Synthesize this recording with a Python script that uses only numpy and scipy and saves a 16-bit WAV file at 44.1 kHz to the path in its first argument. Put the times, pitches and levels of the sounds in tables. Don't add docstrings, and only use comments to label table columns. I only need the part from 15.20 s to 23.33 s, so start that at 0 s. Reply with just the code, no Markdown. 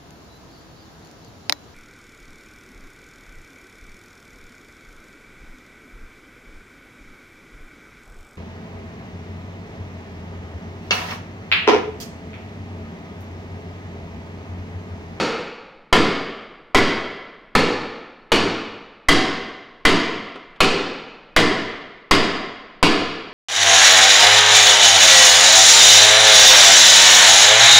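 import sys
import numpy as np
from scipy import signal
from scipy.fft import rfft, irfft
from scipy.io import wavfile

SR = 44100
rng = np.random.default_rng(int(sys.argv[2]) if len(sys.argv) > 2 else 0)


def transcribe(u):
    v = np.clip(np.atleast_2d(u).T, -1, 1)
    q = np.round(v * 32767).astype(np.int16)
    wavfile.write(sys.argv[1], SR, q)


N = 358533
LENGTH = 65536
AGE = np.arange(LENGTH) / SR
HZ = np.arange(LENGTH // 2 + 1) * SR / LENGTH


def undb(db):
    return 10 ** (np.asarray(db) / 20)


def over_hz(hz, points_hz, values):
    return np.interp(np.log(hz + 1e-9), np.log(points_hz), values)


def fade(t60):
    return np.exp(-np.log(1000) * AGE / t60)


def add(track, sound, start_s):
    first = int(round(start_s * SR))
    lo, hi = max(first, 0), min(first + len(sound), N)
    if hi > lo:
        track[lo:hi] += sound[lo - first:hi - first]


def white(size):
    return rfft(rng.standard_normal(size)) * np.sqrt(SR / 2000)


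def crowd(table, noise, colour_db=0):
    points_hz, level_db, t60_s = np.transpose(table)
    spectrum = noise * undb(over_hz(HZ, points_hz, level_db) + colour_db)
    sound = 0
    for share, t60 in zip(np.eye(len(table)), t60_s):
        band = irfft(spectrum * over_hz(HZ, points_hz, share))
        sound = sound + band * fade(t60)
    return sound


def resonances(rows, width_hz):
    return sum(db / (1 + (2 * (HZ - hz) / (width_hz * np.cbrt(hz / 1000))) ** 2) for hz, db in rows)


def swing_push(hz, db):
    return -undb(db) * np.sin(2 * np.pi * hz * AGE[AGE < 1 / hz])


# pitch_hz, gain_db
BLOW_TONE = [(60, 0.5), (300, -0.12), (1000, 0.97), (3200, -2.5), (8000, 4)]


def blow_colour(force_db, hardness_db):
    treble = HZ ** 2 / (HZ ** 2 + 3500 ** 2)
    return over_hz(HZ, *np.transpose(BLOW_TONE)) + force_db + hardness_db * treble


# pitch_hz, gain_db at the centre, across_db per unit of aim, up_db per unit of aim
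RAIL_RESONANCES = [(500, 2, -3.4, 3.5), (670, -0.2, 2.5, -1), (868, 1, -4.5, 5), (1023, -0.5, 2, -3.5),
                   (1280, 0.7, -1, 1), (1790, 0.5, 3, 2.2), (2030, 4.1, 5.5, 0), (2200, 2, -1, 1.5),
                   (2516, 1, -4, -0.5), (2916, 2, -1, -3.5), (3240, 3, 2.5, -2), (4370, 1.3, -3.5, 1),
                   (4770, 3, 0, -3), (5000, 1.5, 2.5, -0.5), (5720, -0.3, -1.5, 0.5)]


def rail_clank(across, up, width_hz):
    rows = [(hz, db + across * across_db + up * up_db) for hz, db, across_db, up_db in RAIL_RESONANCES]
    return resonances(rows, width_hz)


# pitch_hz, gain_db
PANEL_RESONANCES = [(700, 3), (860, -5), (1070, 2.84), (1380, 2), (1560, -1.5), (1780, 2.5), (2380, 2.05),
                    (2530, -0.4), (2870, 0.5), (4680, 3), (5450, 1.7), (6720, 3.5)]


def panel_colour(width_hz):
    return resonances(PANEL_RESONANCES, width_hz)


def uneven(spacing_hz):
    centres = np.arange(LENGTH // 32) * spacing_hz
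    return np.interp(HZ, centres, rng.standard_normal(len(centres))) * HZ / (HZ + 700)


# pitch_hz, level_db per kHz before mixing, t60_s
CRACK_BANDS = [(39.7, -15.5, 0.17), (203.4, -6, 0.017), (500, -3.5, 0.048), (1120, 1.5, 0.034),
               (1850, -7.5, 0.083), (3230, -8.5, 0.15), (5080, -17, 0.035), (8600, -33.5, 0.086),
               (15000, -44.5, .06)]


def steel_crack(colour_db):
    return crowd(CRACK_BANDS, white(LENGTH), colour_db)


# pitch_hz, level_db struck at spot 0, level_db at spot 1, level_db at spot 2
FRAME_MODES = [(104, -40, -35, -35), (166, -35, -33, -33), (217, -36, -32, -30), (254, -42, -32, -32),
               (289, -35, -27, -26), (326, -29, -26, -25), (396, -33, -27, -25), (455, -28, -33, -31),
               (485, -40, -36, -35), (641, -45, -39, -35), (757, -39, -35, -32), (922, -36, -35, -37),
               (1012, -38, -34, -35), (1080, -55, -36, -36), (1333, -34, -38, -40), (1395, -37, -45, -42),
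               (1723, -41, -33, -31), (2026, -40, -42, -32), (2062, -49, -44, -39), (2121, -48, -42, -40),
               (2206, -40, -36, -38), (2375, -42, -40, -40), (2825, -42, -38, -38), (2872, -41, -41, -35),
               (3268, -53, -41, -41), (4334, -42, -45, -45), (4670, -58, -40, -38), (4885, -49, -49, -44),
               (5265, -54, -58, -48), (6557, -62, -63, -53)]


def frame_table(minor_db, minor_top_hz, count=50):
    draws = rng.random((count, 4))
    hz = 600 + 6500 * draws[:, 0] ** 1.5
    db = minor_db - 10 * np.log10(1 + (hz / minor_top_hz) ** 4)
    spots_db = db[:, None] + 8 * (draws[:, 1:] - .5)
    return np.vstack([FRAME_MODES, np.column_stack([hz, spots_db])])


# pitch_hz, t60_s
FRAME_DECAY = [(150, 0.83), (330, 0.77), (460, 0.96), (1000, 0.88), (2100, 1.14), (4700, 0.71),
               (7000, 0.27)]


def frame_modes(hz, split_hz, twin_db):
    split = split_hz * (1 + hz / 1500) * rng.uniform(0.46, 1.52, len(hz))
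    twin_hz = hz + split * rng.choice([-1, 1], len(hz))
    phase = 2 * np.pi * np.float32([hz, twin_hz]).T[..., None] * np.float32(AGE)
    decay = np.float32([fade(t60) for t60 in over_hz(hz, *np.transpose(FRAME_DECAY))])
    decay = decay[:, None] * np.float32([[1], [undb(twin_db)]])
    return np.sin(phase) * decay, np.cos(phase) * decay


def ring(table, modes, spot, colour_db, scatter_db, bass_db):
    hz, *spots_db = np.transpose(table)
    db = spots_db[int(round(spot))] + np.interp(hz, HZ, colour_db)
    db = db + scatter_db * rng.standard_normal(len(hz))
    db = db + bass_db / (1 + (hz / 600) ** 2)
    start_phase = np.exp(2j * np.pi * rng.random(modes[0].shape[:2]))
    push = (undb(db)[:, None] * start_phase).astype(np.complex64)
    return np.tensordot(push.real, modes[0], 2) + np.tensordot(push.imag, modes[1], 2)


# pitch_hz, level_db per kHz before mixing, t60_s
HALL_BANDS = [(30, -25, 0.88), (65, -21.5, 1.02), (120, -19.5, 1), (220, -9, 1.01), (456, -10, 1.076),
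              (522, -18, 1.21), (1180, -19, 1.29), (1750, -19, 1.16), (2200, -20.5, 1.216),
              (3320, -20, 1.07), (5010, -28, 0.87), (6200, -35.5, 0.78), (8440, -42, 0.57),
              (15500, -58, 0.12)]


def hall_wash(noise, colour_db=0):
    return crowd(HALL_BANDS, noise, colour_db)


# start_s, spot struck (0-2), force_db, hardness_db of treble,
# aim across and aim up the spot (each about -1 to 1); force and hardness before the crack's emphasis
HAMMER_BLOWS = [(-0.09, 0, -2, 2.7, -1, 1), (0.727, 1, 1.5, -2.5, -0.11, 0.056),
                (1.547, 1, 0.5, -2.5, 0.43, 0.13), (2.352, 1, -1.2, -1.5, -0.89, 0.97),
                (3.119, 1, -1.06, 0, -0.89, 0.15), (3.8863, 2, -0.1, 3, 0.63, 0.052),
                (4.652, 2, 0.94, 0, 0.68, -0.5), (5.4048, 2, -0.64, 1, -1.1, -0.14),
                (6.1639, 2, 0.43, 0.8, 0.71, 0.35), (6.911, 2, 0.3, 0.2, 0.43, -0.45),
                (7.628, 2, 0.3, 0.1, -0.91, -1.06)]
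# delay_s, level_db relative to the crack
FIRST_ECHOES = [(.008, -13.5), (.026, -11.5), (0.039, -11.5)]


def hammer(crack_db, ring_db, hall_db, build_s, alike, ripple_db, crack_focus, force_gain):
    out, shared_paths = np.zeros(N), white(LENGTH)
    table = frame_table(minor_db=-44.5, minor_top_hz=3300)
    modes = frame_modes(table[:, 0], split_hz=4.03, twin_db=-5.0)
    puff = swing_push(hz=757, db=-24)
    alike = np.clip(alike, 0, 1)
    build = 1 - np.exp(-AGE / build_s)
    for start_s, spot, force_db, hardness_db, across, up in HAMMER_BLOWS:
        tone_db = blow_colour(force_db, hardness_db)
        body_db = rail_clank(across, up, width_hz=131) + panel_colour(width_hz=145)
        body_db = body_db + ripple_db * uneven(spacing_hz=44.64)
        crack = undb(crack_db) * steel_crack(force_gain * tone_db + crack_focus * body_db)
        paths = np.sqrt(alike) * shared_paths + np.sqrt(1 - alike) * white(LENGTH)
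        wash = undb(hall_db) * hall_wash(paths, tone_db + body_db)
        tones = undb(ring_db) * ring(table, modes, spot, tone_db, scatter_db=3.2, bass_db=4.0)
        add(out, puff, start_s - len(puff) / SR)
        add(out, crack + build * (wash + tones), start_s)
        for delay_s, echo_db in FIRST_ECHOES:
            add(out, undb(echo_db) * crack, start_s + delay_s)
    return out


# pitch_hz, level_db per kHz
AIR_SPECTRUM = [(25, -42.5), (70, -70.5), (160, -53), (450, -55.5), (800, -71), (2000, -70.5), (5000, -94),
                (9000, -100), (15000, -112)]


def air():
    noise = white(N)
    hz = np.arange(len(noise)) * SR / N
    return irfft(noise * undb(over_hz(hz, *np.transpose(AIR_SPECTRUM))), N)


# start_s, level_db
CLINK_TIMES = [(5.156, -25), (5.303, -47), (5.359, -38)]
# pitch_hz, level_db per kHz before the clink's own level, t60_s
CLINK_BANDS = [(100, -23, 0.11), (400, -7.5, 0.22), (1010, -10, 0.13), (3500, -13, 0.059), (6000, -35, .06),
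               (9800, -43, .04), (15000, -66, .03)]


def clinks(hall_db, rise_s):
    out = np.zeros(N)
    rise = 1 - np.exp(-AGE / rise_s)
    for start_s, level_db in CLINK_TIMES:
        knock = crowd(CLINK_BANDS, white(LENGTH)) + undb(hall_db) * hall_wash(white(LENGTH))
        add(out, undb(level_db) * knock * rise, start_s)
    return out


def scene():
    blows = hammer(crack_db=-5.0, ring_db=1.03, hall_db=-2.5, build_s=0.0079, alike=0.26,
                   ripple_db=2.5, crack_focus=1.54, force_gain=1.43)
    mono = blows + air() + clinks(hall_db=-20, rise_s=0.0018)
    return np.array([mono, mono])


def overload(x, top, bottom, knee):
    limit = np.where(x > 0, top, bottom)
    return x / (1 + np.abs(x / limit) ** knee) ** (1 / knee)


def bias_sag(excess, depth, recover_hz):
    drag = np.tanh(np.abs(excess))
    return depth * signal.sosfilt(signal.butter(1, recover_hz, fs=SR, output="sos"), drag)


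def record(dry):
    clipped = overload(dry, top=.53, bottom=.66, knee=2.44)
    sagged = clipped - bias_sag(dry - clipped, depth=12.6, recover_hz=2.35)
    coupled = signal.sosfilt(signal.butter(2, 4.5, "high", fs=SR, output="sos"), sagged)
    rounded = signal.sosfilt(signal.butter(1, 14000, fs=SR, output="sos"), coupled)
    return signal.sosfilt(signal.ellip(8, .2, 70, 16000, fs=SR, output="sos"), rounded)


dry = scene()
out = record(dry)
transcribe(out)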